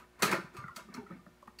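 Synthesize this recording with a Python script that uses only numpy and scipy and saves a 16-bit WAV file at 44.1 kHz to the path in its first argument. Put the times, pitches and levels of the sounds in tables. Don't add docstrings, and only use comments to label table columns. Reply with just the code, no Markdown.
import sys
import numpy as np
from scipy import signal
from scipy.fft import rfft, irfft
from scipy.io import wavfile
from scipy.ndimage import uniform_filter1d

SR = 44100
rng = np.random.default_rng(int(sys.argv[2]) if len(sys.argv) > 2 else 0)


def volts(x):
    e = np.asarray(x, float) / 20
    return 10 ** e


def wav_out(sig):
    wavfile.write(sys.argv[1], SR, np.round(np.clip(np.atleast_2d(sig).T, -1, 1) * 32767).astype(np.int16))


N = 70560

# t/s, level/dB, burst t60/s, low-body weight/dB
CRACKS = [(-.02, -52, 0.11, 3), (0.186, -59, 0.23, 2.5), (0.2217, -19, 0.055, -6), (.231, -29, 0.028, 15),
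          (0.248, -33.5, 0.11, -11), (0.31, -38.5, 0.13, 10), (0.535, -63, 0.18, 16.5),
          (0.566, -52.5, 0.054, -2), (.571, -47.5, 0.021, -12), (0.681, -58.5, 0.022, 12),
          (0.749, -57.5, 0.056, -4), (0.761, -37, 0.048, -13), (.939, -47, 0.034, -11),
          (.946, -50.5, 0.048, 0.5), (1.066, -66.5, 0.016, 7), (1.102, -63, 0.018, -3),
          (1.261, -65, 0.031, 15), (1.4228, -62, 0.036, -4), (1.474, -60.5, 0.021, 1.5),
          (1.5868, -45, 0.044, -14)]
# f/Hz, level/dB per Hz
CRACK_COLOUR = [(200, -12.5), (900, -6.5), (1500, -3), (3400, -13.5), (4400, -9), (5000, -12.5),
                (9000, -13.5), (15000, -18)]
# f/Hz, level/dB, t60/s
DUCT_MODES = [(620, -52, 0.073), (988, 8.5, 0.61), (1158, -23, 0.085), (1270, 15, 0.16), (1350, -11, .1),
              (1620, -48, 0.027), (1883, 12, 0.04), (2330, -16, 0.055), (2670, -34, 0.035),
              (3860, -14, 0.024), (4530, -27, 0.039), (4460, -27, .03), (5600, -31, 0.049),
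              (2470, 7.5, 0.057)]
# t/s, level/dB, f/Hz, t60/s
TICKS = [(0.194, -49, 1032, 0.17), (0.224, -18, 1224, 0.026), (.224, -22.5, 1851, 0.038),
         (.243, -25.5, 1359, 0.066), (.252, -32, 1650, 0.033), (0.295, -29.5, 1680, 0.051),
         (0.231, -19, 1269, 0.059), (0.257, -24.5, 1303, 0.036), (0.281, -25, 1740, 0.019),
         (.320, -32, 2150, 0.05), (.326, -22.5, 2153, 0.022), (.327, -24.5, 2452, 0.036),
         (0.334, -29, 1490, 0.022), (.342, -30.5, 1900, 0.046), (0.359, -39, 1426, 0.058),
         (.336, -26.5, 872, 0.036), (0.395, -39, 1370, 0.037), (0.568, -46, 1190, 0.04),
         (.582, -46.5, 1270, 0.072), (0.594, -47.5, 1185, 0.34), (0.64, -37, 1407, 0.047),
         (0.658, -46.5, 1348, 0.12), (0.681, -35, 1340, 0.059), (0.707, -46.5, 1404, 0.076),
         (0.766, -34.5, 1300, 0.029), (0.887, -51.5, 1200, 0.082), (.945, -32, 1296, 0.022),
         (0.978, -47, 915, 0.14), (1.064, -47.5, 1352, 0.065), (1.107, -44, 1292, 0.067),
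         (1.123, -61, 1970, 0.042), (1.14, -70, 1570, 0.04), (1.07, -59, 1950, 0.084),
         (1.165, -58, 1495, .05), (1.194, -56, 1205, 0.074), (1.265, -43.5, 1270, 0.022),
         (1.265, -49.5, 1730, 0.026), (1.264, -52.5, 598, 0.067), (1.427, -45.5, 1130, 0.046),
         (1.428, -56, 577, 0.093), (1.479, -36, 1155, 0.016), (1.476, -51, 1853, 0.048)]
# t/s, level/dB, f/Hz, t60/s
POPS = [(0.225, -24, 391, 0.096), (0.233, -26, 187, 0.082), (0.278, -28.5, 458, 0.1),
        (0.301, -31.5, 187, 0.066), (0.331, -23.5, 376, 0.064), (0.333, -31, 154, 0.041),
        (.318, -30.5, 196, 0.083), (.345, -33, 201, 0.073), (1.04, -49, 189, .12), (1.145, -44.5, 343, .06),
        (1.275, -51.5, 302, 0.052), (.69, -48, 100, .08), (.342, -17.5, 576, 0.037),
        (0.384, -26, 364, 0.037), (0.393, -41, 183, 0.11), (0.442, -34.5, 165, 0.05),
        (0.546, -43, 363, 0.082), (0.553, -47.5, 194, 0.13), (0.583, -34, 117, 0.06),
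        (0.643, -31, 168, 0.04), (.768, -34, 218, 0.036), (.778, -40, 614, 0.053),
        (0.849, -53, 214.2, 0.68), (0.897, -36, 210, 0.039), (0.949, -34, 213, 0.052),
        (0.977, -32.5, 244, 0.082), (0.982, -43.5, 417.4, 0.18), (0.981, -38, 118, 0.054),
        (1.030, -40, 386, 0.06), (1.104, -42, 184.5, 0.29), (1.11, -48, 556, 0.089),
        (1.127, -34, 182.7, 0.068), (1.101, -41, 336.4, 0.094), (1.149, -44, 251, 0.07),
        (1.191, -41, 185, 0.037), (1.267, -41, 184, 0.056), (1.479, -41.5, 207, 0.044)]
# t/s, level/dB, f/Hz, t60/s
MORE_TICKS = [(0.021, -49, 1270, 0.069), (.278, -30, 2600, 0.032), (0.452, -55, 990, 0.16),
              (.572, -47.5, 1185, 0.33), (.639, -46.5, 1990, 0.031), (0.68, -48, 1930, 0.074),
              (0.692, -42.5, 1083, 0.057), (.764, -45, 2100, 0.037), (.790, -52, 990, 0.19),
              (0.885, -50, 360, 0.14), (1.010, -60, 805, 0.33), (.946, -46, 2170, 0.047),
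              (0.566, -49, 2600, 0.074), (.639, -51, 860, 0.052), (.548, -50.5, 1350, 0.079),
              (1.4765, -44, 850, 0.025), (1.8, -52, 890, 0.046), (.97, -50, 1200, .08), (.78, -47, 1400, .08)]
EDGE_HITS_S = (.2222, .7625, .9412, 1.5872)
# level/dB, f/Hz, t60/s
EDGE_MODES = [
    [(-31, 2700, .05), (-31, 4540, .05), (-30, 6080, .04), (-34, 6870, .04)],
    [(-40, 4350, .025), (-38, 4580, .03), (-45, 5940, .04), (-47, 7190, .04), (-48, 8730, .04)],
    [(-45, 4230, .04), (-47, 4420, .03), (-46, 5520, .05), (-49, 5350, .03), (-52, 7010, .04),
     (-52, 8000, .025)],
    [(-53, 1850, .05), (-51, 2350, .05), (-52, 2700, .05), (-46, 4300, .05), (-48, 4560, .05),
     (-51, 5430, .04), (-55, 7010, .04), (-54, 8910, .05)],
]
# start t/s, length/s, start f/Hz, end f/Hz, level/dB
BUCKLE = (.321, .018, 620, 1850, -27)
# t/s, level/dB
RUB_LEVEL = [(0, -59), (.09, -75), (.17, -66.5), (.205, -56.5), (.225, -34), (.31, -38.5), (.335, -33.5),
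             (.40, -51.5), (.49, -62.5), (.53, -63.5), (.585, -53), (.74, -71.5), (.79, -53), (.86, -72),
             (.97, -50.5), (1.05, -72.5), (1.12, -57), (1.24, -73.5)]
# f/Hz, level/dB per Hz
RUB_COLOUR = [(80, -5.5), (190, 5.5), (400, 1.5), (800, -2.5), (1300, 4), (2300, -3), (3200, -17),
              (16000, -20)]
# f/Hz, level/dB per Hz
AIR_COLOUR = [(25, -11), (65, 1), (150, 2), (450, -10), (750, -6), (1250, -13.5), (2600, -15), (16000, -27)]
# f/Hz, level/dB
HUM = [(59.2, -72), (240.4, -75.5), (360.7, -70.5), (479.1, -81.5), (597.5, -81), (990.5, -80.5)]

TICK_RISE_S, POP_RISE_S = 0.0013, 0.0061


def unit(x):
    return x / np.sqrt(np.mean(x ** 2))


def fade(t, t60_s):
    return (t >= 0) * np.exp(-np.log(1000) * np.maximum(t, 0) / max(t60_s, .003))


def colour(x, table):
    hz, db = np.array(table).T
    bin_hz = np.maximum(np.fft.rfftfreq(N, 1 / SR), 1)
    gain = volts(np.interp(np.log(bin_hz), np.log(hz), db))
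    return irfft(rfft(x) * unit(gain), N)


def butter(x, order, hz, kind):
    return signal.sosfilt(signal.butter(order, hz, kind, fs=SR, output="sos"), x)


def ring(x, hz, t60_s):
    pole = np.exp(2j * np.pi * hz / SR - np.log(1000) / (t60_s * SR))
    return signal.lfilter([1], [1, -pole], x).imag


def cracks(t):
    rattle_db, rise_share, body_hz = 3, 0.045, 2520
    grain = uniform_filter1d(rng.standard_normal(N), size=160) * np.sqrt(160)
    noise = rng.standard_normal(N) * unit(volts(rattle_db * grain))
    bursts = []
    for start_s, db, t60_s, _ in CRACKS:
        rise = np.clip((t - start_s) / (rise_share * t60_s), 0, 1)
        bursts.append(volts(db) * fade(t - start_s, t60_s) * rise * noise)
    bursts = np.array(bursts)
    body = bursts * volts(np.minimum(np.array(CRACKS)[:, 3:], 3))
    low = butter(body.sum(axis=0), 2, body_hz, "low")
    high = butter(bursts.sum(axis=0), 2, body_hz, "high")
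    snap = colour(low - high, CRACK_COLOUR)
    shimmer = tail(snap, t, t60_s=0.3, high_t60_s=0.096, db=-3.5)
    return snap + shimmer + duct(body * volts(-41))


def duct(pushes):
    spread_db, max_t60_s = 2.5, .3
    scatter = volts(spread_db * rng.standard_normal((len(pushes), len(DUCT_MODES))))
    out = 0
    for strengths, (hz, db, t60_s) in zip(scatter.T, DUCT_MODES):
        drive = volts(db) * strengths @ pushes
        out = out + ring(drive, hz, np.clip(t60_s, .02, max_t60_s))
    return out


def edge_modes(t):
    hits = [(start_s, *mode) for start_s, modes in zip(EDGE_HITS_S, EDGE_MODES) for mode in modes]
    return blips(t, hits, TICK_RISE_S)


def blips(t, table, rise_s):
    roughness, detune = 0.58, 0.0593
    chance = rng.standard_normal((len(table), 3))
    out = 0
    for (start_s, db, hz, t60_s), c in zip(table, chance):
        u = np.maximum(t - start_s, 0)
        neighbour = np.sin(2 * np.pi * hz * (1 + detune * c[0]) * u + c[1])
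        tone = np.sin(2 * np.pi * hz * u) + roughness * neighbour
        push = 1 - np.exp(-u / rise_s)
        out = out + volts(db) * fade(t - start_s, t60_s) * push * tone
    return out


def buckle(t):
    start_s, length_s, from_hz, to_hz, db = BUCKLE
    u = np.clip((t - start_s) / length_s, 0, 1)
    cycles = length_s * u * (from_hz + (to_hz - from_hz) * u / 2)
    return volts(db) * np.sin(np.pi * u) * np.sin(2 * np.pi * cycles)


def rub(t):
    count, slips_per_s, scatter_db = 48, 80, 2
    clatter_db, hiss_db = -58.5, -14.5
    push = volts(np.interp(t, *np.array(RUB_LEVEL).T))
    clatter = 0
    for hz in np.geomspace(110, 5000, count) * (1 + 0.026 * rng.standard_normal(count)):
        slips = (rng.random(N) < slips_per_s / SR) * volts(scatter_db * rng.standard_normal(N))
        t60_s = min(15.6 / hz + 0.031, .09)
        clatter = clatter + np.sqrt(hz / t60_s) * ring(slips * push, hz, t60_s)
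    hiss = push * rng.standard_normal(N)
    return colour(volts(clatter_db) * clatter + volts(hiss_db) * hiss, RUB_COLOUR)


def tail(x, t, t60_s, high_t60_s, db):
    gap_s, split_hz = .004, 6000
    noise = rng.standard_normal(N)
    low = butter(noise, 1, split_hz, "low")
    echo = low * fade(t - gap_s, t60_s) + (noise - low) * fade(t - gap_s, high_t60_s)
    return volts(db) * signal.fftconvolve(x, echo / np.sqrt(np.sum(echo ** 2)))[:N]


def air(t):
    hum = 0
    for k, (hz, db) in enumerate(HUM):
        hum = hum + np.sqrt(2) * volts(db) * np.sin(2 * np.pi * hz * t + k)
    return volts(-67.5) * unit(colour(rng.standard_normal(N), AIR_COLOUR)) + hum


def scene():
    t = np.arange(N) / SR
    near = cracks(t) + edge_modes(t)
    near = near + blips(t, TICKS, TICK_RISE_S) + blips(t, POPS, POP_RISE_S) + blips(t, MORE_TICKS, TICK_RISE_S)
    near = near + buckle(t) + rub(t)
    near = butter(near, 2, 71, "high")
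    room = tail(near, t, t60_s=.3, high_t60_s=.2, db=-11)
    return (near + room + air(t))[None]


def band_limit(x):
    return signal.sosfilt(signal.butter(12, 16660, fs=SR, output="sos"), x)


def record(dry):
    top_cut = signal.ellip(8, .1, 50, 15600, fs=SR, output="sos")
    mix = signal.sosfiltfilt(top_cut, dry)
    return band_limit(mix)


dry = scene()
out = record(dry)
wav_out(out)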